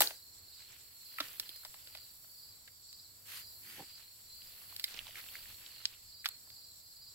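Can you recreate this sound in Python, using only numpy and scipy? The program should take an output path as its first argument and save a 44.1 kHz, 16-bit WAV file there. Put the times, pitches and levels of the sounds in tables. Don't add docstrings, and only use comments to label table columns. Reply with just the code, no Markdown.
import sys
import numpy as np
from scipy import signal
from scipy.fft import rfft, irfft, next_fast_len
from scipy.io import wavfile
from scipy.ndimage import map_coordinates

SR = 44100
rng = np.random.default_rng(int(sys.argv[2]) if len(sys.argv) > 2 else 0)


def inscribe(sig):
    pcm = np.round(np.clip(np.atleast_2d(sig).T, -1, 1) * 32767)
    wavfile.write(sys.argv[1], SR, pcm.astype(np.int16))


N = 314874
TIME_S = np.arange(N) / SR


def amp(db):
    return 10 ** (np.asarray(db) / 20)


def unit(x):
    return x / np.sqrt(np.mean(x ** 2) + 1e-20)


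def pan(left_db):
    return amp([[left_db / 2], [-left_db / 2]])


def along(points, hz):
    point_hz, value = np.transpose(points)
    return np.interp(np.log(hz + 1), np.log(point_hz), value)


def curves(rows):
    s, *columns = np.transpose(rows)
    return [np.interp(TIME_S, s, column) for column in columns]


def wobble(rate):
    knots = rng.standard_normal(int(N * rate / SR) + 4)
    return map_coordinates(knots, [np.arange(N) * rate / SR])


def filtered(x, response):
    n = x.shape[-1]
    padded = next_fast_len(n + SR // 10)
    spectrum = rfft(x, padded) * response(np.fft.rfftfreq(padded, 1 / SR))
    return irfft(spectrum, padded)[..., :n]


def resonances(modes, f):
    total = 0
    for k, (centre, width, db) in enumerate(modes):
        damping = 1j * f * width
        total = total + (-1) ** k * amp(db) * damping / (centre * centre - f * f + damping)
    return total


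def coloured(pair, spectrum, alike):
    def response(hz):
        turn = np.arccos(np.clip(along(alike, hz), -1, 1)) / 2
        return amp(along(spectrum, hz)) * [np.cos(turn), np.sin(turn)]
    mid, side = filtered(pair, response)
    return unit(np.array([mid + side, mid - side]))


def crackle(rate, spread_db, smooth):
    sizes = amp(spread_db * np.minimum(rng.exponential(size=N), np.pi))
    sizes = sizes * (rng.random(N) < rate / SR)
    bursts = signal.lfilter([1], [1, -np.exp(-1000 / SR)], sizes)
    return (unit(bursts) + smooth) * rng.standard_normal((2, N))


# pitch_hz, t60_s
WOODS_DECAY = [(200, 0.098), (2000, 0.42), (12000, 0.024)]


def woods(x):
    hz, t, z = signal.stft(rng.standard_normal((2, SR // 2)), SR, nperseg=256)
    decay = amp(-60 * t / along(WOODS_DECAY, hz)[:, None])
    tail = signal.istft(z * decay, SR, nperseg=256)[1]
    return signal.fftconvolve(np.atleast_2d(x), tail / np.linalg.norm(tail[0]), axes=1)[:, :N]


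def through_brush(x):
    delays_s = 0.026 * rng.random((2, 18, 1)) ** 1.5
    signs = rng.choice([-1, 1], (2, 18, 1))
    taps = (0.17 * signs * (np.arange(SR // 20) == np.round(delays_s * SR))).sum(1)
    taps[:, 0] += 1
    taps = taps / np.linalg.norm(taps, axis=1, keepdims=True)
    return signal.fftconvolve(x[None], taps, axes=1)[:, :N]


def contact(t60, chatter, apart):
    t = np.arange(SR // 10) / SR
    noise = rng.standard_normal(len(t)) + apart * rng.standard_normal((2, len(t)))
    noise *= amp(-60 * t / t60)
    return (t == 0) + chatter * t60 * noise


def at_level(x, db):
    return amp(db) * x / np.sqrt(np.mean(x[:, :SR // 200] ** 2))


NOTE_S = 0.03
PULSE_CLIMB = 0.004


def chirping(chirps, pulses):
    out = np.zeros(N + 2 * SR)
    u = np.arange(int(NOTE_S * SR)) / (NOTE_S * SR)
    places = np.arange(len(pulses)) - (len(pulses) - 1) / 2
    for s, hz, db, spacing, fall in chirps:
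        for k, pulse_db in zip(places, pulses):
            detune, size = rng.standard_normal(2)
            pitch = hz * (1 + PULSE_CLIMB * k + 0.0014 * detune - fall * u ** 1.64)
            tone = np.sqrt(2) * np.sin(np.pi * u) * np.sin(2 * np.pi * np.cumsum(pitch) / SR)
            start = SR + int((s + k * spacing - NOTE_S / 2) * SR)
            out[start:][:len(u)] += amp(db + pulse_db + 1.2 * size) * tone
    return out[SR:SR + N]


# time_s, relative_level_db
KATYDID_LEVEL = [(0.15, -61), (0.36, -62), (1.06, -58.5), (1.3, -55.5), (2.17, -61), (4.61, -59),
                 (4.94, -56.5), (7.14, -63.5)]
# pitch_hz, relative_density_db_per_hz
KATYDID_COLOUR = [(8800, -14.5), (9900, -6.5), (10800, 2.5), (12500, 4), (13900, 2), (15600, 2)]
# centre_hz, width_hz, relative_level_db
FAR_INSECT_HUMPS = [(4300, 1300, -5), (5590, 445, -4), (7580, 1100, 0.5), (8350, 74, -9.5)]


def insects(katydid_db=4.0, far_db=-61):
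    rasp = coloured(crackle(5000, 2.9, smooth=0.86), KATYDID_COLOUR, [(10000, 0.017)])
    katydids = amp(curves(KATYDID_LEVEL)[0] + katydid_db + 1.6 * wobble(3.4)) * rasp

    def humps(f):
        return sum(amp(db) * np.exp(-2 * ((f - hz) / width) ** 2) for hz, width, db in FAR_INSECT_HUMPS)
    trills = unit(filtered(rng.standard_normal((2, N)), humps))
    far = amp(far_db + 1.48 * wobble(25)) * trills
    return katydids * pan(-0.84) + far * pan(-0.68)


# pitch_hz, relative_density_db_per_hz
HUSH_COLOUR = [(25, -20), (65, -0.5), (103, 3.5), (150, -8.5), (250, -11.5), (600, -12.5), (3000, -17),
               (9000, -34.5), (16000, -37)]
# pitch_hz, left_right_likeness
HUSH_ALIKE = [(40, 0.29), (120, 0.93), (600, 0.045), (3000, 0.086)]
# centre_s, level_db, half_length_s
BUFFETS = [(1.692, -63, 0.016), (4.437, -72, 0.14), (5.02, -66.5, 0.072), (5.476, -68.5, 0.089),
           (6.055, -73, 0.062)]
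HUSH_WAVER_DB = 1.8
RUMBLE_DB = -80.5


def air(db=-71.0):
    hush = coloured(rng.standard_normal((2, N)), HUSH_COLOUR, HUSH_ALIKE)
    hush = amp(db + HUSH_WAVER_DB * wobble(5.1)) * hush
    low_colour = [(25, -2.5), (50, 0.0), (90, -6.0), (200, -17.0), (600, -79.0)]  # Hz, relative dB per Hz
    low = coloured(rng.standard_normal((2, N)), low_colour, [(50, 0.43)])
    swells = sum(amp(level) * np.exp(-((TIME_S - s) / half) ** 2) for s, level, half in BUFFETS)
    return hush + (amp(RUMBLE_DB) + swells) * amp(1.0 * wobble(7.7)) * low


CROWD_LOW_HZ, CROWD_SPAN_HZ = 4100, 850
CROWD_SWELL_DB, CROWD_SWELL_S = 6, 0.12


def crowd(db=-66, count=260):
    when, pitch, size, pace = rng.random((4, count))
    s = (np.arange(count) + when) / count * N / SR
    hz = CROWD_LOW_HZ + CROWD_SPAN_HZ * (pitch + rng.random(count)) / 2
    song = chirping(np.transpose([s, hz, 5 * size, 0.04 + 0.02 * pace, 0.06 * size]), OTHER_PULSES)
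    swell = sum(np.exp(-((TIME_S - call) / CROWD_SWELL_S) ** 2) for call, *_ in LEADER)
    buzz = unit(woods(song) / 2 + through_brush(song))
    return amp(db + CROWD_SWELL_DB * swell) * buzz * pan(-8)


# start_s, knock_level_db,
# knock_centre_hz, shell_level_db, shell_centre_hz, shell_bandwidth_per_centre (ratio), tick_level_db
CLICKS = [(0.0058, -31.5, 797, -25.5, 2580, 2.4, -20.5), (0.0101, -48, 810, -50, 3000, 2.9, -46),
          (0.0192, -46.5, 636, -24.5, 2240, 0.82, -22.5), (0.073, -55, 710, -30.5, 4100, 0.32, -58),
          (0.1073, -50, 760, -45, 2200, 0.76, -56), (1.185, -42.5, 1320, -38, 2200, 0.33, -48),
          (1.2022, -37.5, 1300, -36, 2300, 1.7, -46), (1.203, -46.5, 596, -40, 2020, 1.3, -54),
          (1.2052, -54, 290, -32, 2680, 1.1, -45), (1.213, -47, 1300, -47, 1800, 0.82, -62),
          (1.398, -62.5, 447, -32.5, 3050, 2.8, -34.5), (1.4921, -66, 403, -43, 3260, 0.57, -48),
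          (1.56, -71, 500, -56, 1880, 2.1, -49), (1.633, -71, 704, -60, 1520, 0.51, -64),
          (1.65, -53.5, 820, -44, 3360, 2.4, -50), (1.658, -64, 756, -57, 1590, 1.3, -61),
          (1.742, -57.5, 850, -51.5, 2300, 1.4, -66), (1.8728, -69, 550, -50.5, 2440, 1.1, -65),
          (1.9504, -56, 750, -45.5, 2410, 0.94, -54), (1.973, -70, 700, -49.5, 3180, 1.1, -62),
          (2.243, -72, 795, -66.5, 1800, 0.7, -72), (2.677, -77, 550, -52, 2120, 0.71, -70),
          (2.9288, -78, 990, -50.5, 4520, 1.9, -58), (4.764, -79, 950, -42.5, 3880, 1.3, -42),
          (4.7967, -90, 746, -39.5, 3020, 1.1, -42), (4.842, -87, 950, -29, 3750, 0.71, -41.5),
          (4.8402, -88, 500, -40.5, 2110, 0.13, -35), (5.8545, -81, 448, -26, 3880, 1.05, -71),
          (6.2444, -73, 496, -43, 1950, 0.34, -53), (6.25, -85, 800, -45, 3000, 1.1, -47),
          (6.2579, -47.5, 1010, -28, 2300, 1.6, -39), (6.2775, -72, 800, -53, 3500, 1.3, -47),
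          (6.2883, -60, 1040, -44, 3800, 0.69, -37), (6.473, -67.5, 810, -70, 1500, 1, -72),
          (6.503, -79, 750, -52.5, 3000, 2.2, -74)]
# centre_hz, width_hz, gain_db
CASE = [(1036, 73.5, -26), (1372, 240, 8.5), (1950, 460, -2.5), (2300, 304, -11.5), (3000, 120, -8.5),
        (4020, 59, -36), (3880, 950, 8.5), (4860, 450, 17), (5490, 1000, 5.5)]
# centre_hz, width_hz, gain_db
KNOCK = [(296, 41, 20.5), (633, 100, 13), (820, 180, 8.5), (1023, 260, 11), (1306, 74, 17)]
# centre_hz, width_hz, gain_db
EDGES = [(8230, 1600, 0.5), (10680, 520, 5.5), (12340, 1900, 8), (15900, 870, -19)]
LONGEST_RING_S = 0.04
RING_CYCLES = 77.4


def clicks(plate=1.0, lag_ms=0.11):
    out = np.zeros((2, N + SR))
    for s, knock_db, knock_hz, shell_db, hz, breadth, tick_db in CLICKS:
        t60 = min(RING_CYCLES / hz, LONGEST_RING_S)

        def shell_modes(f):
            return (plate + resonances(CASE, f)) * resonances([(hz, breadth * hz, 0)], f) ** 2

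        def knock_modes(f):
            return resonances(KNOCK, f) * resonances([(knock_hz, knock_hz / 2, 0)], f) ** 2
        shell = filtered(contact(t60, chatter=2.5, apart=1), shell_modes)
        knock = filtered(contact(t60, chatter=1.2, apart=0)[:1], knock_modes)
        tick = filtered(contact(t60, chatter=2.2, apart=1.8), lambda f: resonances(EDGES, f))
        click = at_level(knock, knock_db) + at_level(shell, shell_db) * pan(-2.5)
        click = click + at_level(tick, tick_db) * pan(1.57)
        out[:, int(s * SR):][:, :click.shape[1]] += click
    sides = np.array([[1], [-1]])
    return filtered(out[:, :N], lambda f: np.exp(-1j * np.pi * f * lag_ms / 1000 * sides))


# start_s, level_db, t60_s
SHIVER = (0.0095, -26.5, 0.28)
# pitch_hz, relative_density_db_per_hz
SHIVER_COLOUR = [(88, -39), (170, -15), (450, -3), (796, -5), (1220, -9.5), (1570, -0.5), (2060, -8),
                 (4650, -0.5), (5330, -2), (9540, -4.5), (10900, -2), (15500, -1.5)]
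# pitch_hz, peak_level_db, t60_s
LATCH_RING = [(848, -29, 0.072), (1005, -41.5, 0.1)]
# pitch_hz, left_right_likeness
NEAR_ALIKE = [(200, 0.99), (1200, 0.253), (3000, 0.0394), (7000, 0.18)]


def shiver():
    s, db, t60 = SHIVER
    age = TIME_S - s
    hiss = coloured(rng.standard_normal((2, N)), SHIVER_COLOUR, NEAR_ALIKE)
    hiss = amp(db - 60 * np.abs(age) / t60) * hiss * pan(0.87)
    ring = sum(amp(level - 60 * np.abs(age) / life) * np.sin(2 * np.pi * hz * age)
               for hz, level, life in LATCH_RING)
    return (age > 0) * (hiss + ring)


# chirp_middle_s, relative_level_db, pitch_hz (at the
LEADER = [(0.109, -55, 4920, 0.061), (0.552, -57.5, 4940, 0.061), (1.116, -55.5, 4920, 0.046),
          (1.515, -53, 4930, 0.042), (1.975, -57.5, 4900, 0.034), (2.438, -54.5, 4940, 0.049),
          (2.947, -56, 4920, 0.02), (3.425, -54, 4930, 0.046), (3.904, -52.5, 4900, 0.031),
          (4.421, -57, 4940, 0.059), (4.859, -58, 4900, 0.056), (5.361, -60, 4890, 0.017),
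          (5.77, -58, 4890, 0.027), (6.147, -53.5, 4890, 0.017), (6.589, -54, 4880, 0.008),
          (7.027, -53.5, 4900, 0.0071)]
# pitch_hz (mean start), relative_level_db (mean),
# offset_s (mean, negative is earlier)
NEIGHBOURS = [(4830, -75.5, 0.01), (4720, -71, -0.01), (4370, -70.5, -0.08), (4220, -68.5, 0.04),
              (4010, -70, 0.046)]
# chirp_middle_s, pitch_hz, relative_level_db
STRAYS = [(0.25, 4270, -66.5), (0.834, 4260, -71), (1.8, 4820, -69), (2, 4230, -66), (2.349, 4400, -72),
          (2.54, 4210, -83), (2.73, 4820, -70.5), (2.822, 4380, -70), (3.331, 4230, -63.5),
          (3.522, 4220, -64), (3.68, 4810, -65.5), (4.07, 4255, -65), (4.32, 4170, -62), (4.36, 4560, -63),
          (4.65, 4830, -67), (4.68, 4260, -64), (5.532, 4330, -67), (6.3, 4275, -61), (6.51, 4845, -65.5),
          (6.669, 4200, -67), (6.859, 4840, -66)]
NEIGHBOUR_PULSE_S, NEIGHBOUR_FALL = 0.05, 0.051
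NEIGHBOUR_SCATTER_S, NEIGHBOUR_SCATTER_DB = 0.025, 1.5
STRAY_PULSE_S, STRAY_FALL = 0.033, 0.023


def other_chirps():
    chirps = []
    for s, *_ in LEADER:
        for hz, db, offset in NEIGHBOURS:
            slip, size, detune, pace = rng.standard_normal(4)
            middle = s + offset + NEIGHBOUR_SCATTER_S * slip
            level = db + NEIGHBOUR_SCATTER_DB * size
            spacing = NEIGHBOUR_PULSE_S * (1 + 0.12 * pace)
            chirps.append((middle, hz * (1 + 0.006 * detune), level, spacing, NEIGHBOUR_FALL))
    return chirps + [(s, hz, db, STRAY_PULSE_S, STRAY_FALL) for s, hz, db in STRAYS]


LEADER_PULSES = [-1.5, 0.69, 0]
OTHER_PULSES = [1, 6.5, 8.5, 7.5]
LEADER_PULSE_S = 0.0535


def crickets(direct_db=-2.1):
    calls = [(s, hz, db, LEADER_PULSE_S, fall) for s, db, hz, fall in LEADER]
    leader = chirping(calls, LEADER_PULSES)
    others = chirping(other_chirps(), OTHER_PULSES)
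    direct = amp(direct_db) * through_brush(leader + others)
    scattered = woods(amp(-11) * leader + amp(-9) * others)
    return (direct + scattered) * pan(-1.3)


def splinters(count=9000, hz=2700, cycles=12):
    when, size, side = rng.random((3, count, 1))
    pitch = np.clip(hz * np.exp(0.4 * rng.standard_normal((count, 1))), 800, 9000)
    k = np.arange(SR // 100)
    turns = pitch * k / SR
    grains = pitch * amp(15 * size ** 4 - 60 * turns / cycles) * np.sin(2 * np.pi * turns)
    where = ((when * N).astype(int) + k).ravel()
    sides = [np.bincount(where, (gain * grains).ravel(), N)[:N] for gain in (side, 1 - side)]
    return unit(np.array(sides))


# peak_s, relative_level_db, rise_s, settling_db_per_s
SHIFTS = [(0.62, -74.5, 0.047, 27), (0.74, -69, 0.2, 64), (1.29, -65, 0.21, 31), (1.99, -73, 0.28, 113),
          (3.8, -67.5, 0.028, 30), (4.57, -69.5, 0.19, 15), (4.96, -64, 0.1, 4.5)]
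# pitch_hz, relative_density_db_per_hz
LEAVES = [(88, -49), (150, -40), (722, -13.5), (844, -21), (2920, 2), (4650, -4.5), (6230, -11),
          (7560, -15), (9180, -5), (12300, -50), (15500, -39)]
SETTLED_S, STILL_DB_PER_S = 5.88, 60
UNEVEN_DB = 2.2


def brush(rustle_db=8.0):
    rustle = coloured(crackle(600, 2.5, smooth=1.8), LEAVES, NEAR_ALIKE)
    stems = unit(rustle + amp(-0.5) * splinters())
    shifts = []
    for s, db, rise, settling in SHIFTS:
        decay = amp(db - settling * np.maximum(TIME_S - s, 0))
        shifts.append(decay * np.exp(-(np.minimum(TIME_S - s, 0) / rise) ** 2))
    resting_db = -STILL_DB_PER_S * np.maximum(TIME_S - SETTLED_S, 0)
    level = amp(rustle_db + resting_db + UNEVEN_DB * wobble(25))
    return np.linalg.norm(shifts, axis=0) * level * stems * pan(-2.8)


# start_s, length_s, level_db, centre_hz, resonance_db, treble_db (limit of a
STROKES = [(1.199, 0.089, -50.5, 2620, -14, -16, 0.5), (3.24, 0.21, -46.5, 1660, -1, 2.5, 0.08),
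           (3.338, 0.088, -52.5, 2000, -10, 20, 0.3), (3.6, 0.27, -51.5, 1960, 17, 3, 0.2),
           (4.843, 0.11, -52, 3000, -10, -4, 0.4), (5.149, 0.074, -48.5, 2200, 18, -11, 0.2)]
# pitch_hz, relative_density_db_per_hz
RUB = [(200, -18.5), (900, -9), (1400, 1.5), (3000, 4.5), (6000, -2.5), (9500, -3.5), (12000, 3),
       (15500, -6)]


def rubbing():
    out = np.zeros((2, N))
    for s, length, db, hz, focus_db, treble_db, rough in STROKES:
        swell = np.abs(np.sin(np.pi * np.clip((TIME_S - s) / length, 0, 1))) ** 1.3
        spectrum = [(f, level + treble_db * f / (f + 4000)) for f, level in RUB]
        grains = coloured(crackle(1100, 3, smooth=3 * (1 - rough) ** 2), spectrum, NEAR_ALIKE)
        rub = unit(filtered(grains, lambda f: 7.5 + resonances([(hz, hz / 4, focus_db)], f)))
        out += amp(db + rough * UNEVEN_DB * wobble(90)) * swell * rub
    return out * pan(-0.79)


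# start_s, level_db, dull_above_hz
STEP = [(3.7796, -57.5, 330), (3.793, -50, 900), (3.8029, -50, 700), (3.822, -56.5, 1200),
        (4.904, -68, 1200), (4.943, -61, 1500), (5.02, -72, 1000)]
# centre_hz, width_hz, gain_db
SOIL = [(121, 64, -1), (210, 110, 1.5), (327, 73, 7), (576, 96, 1), (810, 61, 11.5), (2200, 13000, -7)]


def footfall(drag_db=-69, drag_hz=300):
    def ground(x, hz):
        return filtered(x, lambda f: resonances(SOIL, f) / (1 + 1j * f / hz) ** 2)
    drag = np.exp(-((TIME_S - STEP[0][0] + 0.059) / 0.095) ** 2)
    out = amp(drag_db) * drag * unit(ground(rng.standard_normal((1, N)), drag_hz))
    for s, db, hz in STEP:
        thud = at_level(ground(contact(0.05, chatter=2, apart=0)[:1], hz), db)
        out[:, int(s * SR):][:, :thud.shape[1]] += thud
    return out * pan(-2.3)


# start_s, level_db, pitch_hz
TWIGS = [(4.4197, -57, 3000), (4.726, -57, 1050), (4.88, -52, 3320), (4.927, -67, 1020), (4.946, -53, 2380),
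         (4.9909, -37.5, 2900), (5.0687, -50, 3500), (5.069, -57, 980), (5.091, -58.5, 664),
         (5.109, -54, 2990), (5.156, -46, 2080), (5.187, -66, 1710), (5.213, -51.5, 4300),
         (5.288, -50, 3000), (5.3541, -44, 1840), (5.457, -57, 1950), (5.544, -52.5, 4080),
         (5.6633, -47.5, 3880), (5.711, -63.5, 4220), (5.763, -59, 4200), (5.939, -55.5, 3370)]
TWIG_RING_S = 0.014


def twigs(breadth=0.42, crack=0.074):
    out = np.zeros((2, N + SR))
    for s, db, hz in TWIGS:
        def wood(f):
            return resonances([(hz, breadth * hz, 0)], f) ** 2 + crack * f / (f + hz)
        snap = at_level(filtered(contact(TWIG_RING_S, chatter=5.9, apart=1.0), wood), db)
        out[:, int(s * SR):][:, :snap.shape[1]] += snap
    return out[:, :N] * pan(-4.5)


def scene():
    sharp = clicks() + twigs()
    echo = amp(-23) * woods(sharp)
    handling = sharp + echo + shiver() + rubbing()
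    movement = brush() + footfall()
    return handling + movement + crickets() + crowd() + insects() + air()


TOP_HZ = 15900


def record(dry):
    return filtered(dry, lambda hz: 1 / (1 + (hz / TOP_HZ) ** 200))


dry = scene()
out = record(dry)
inscribe(out)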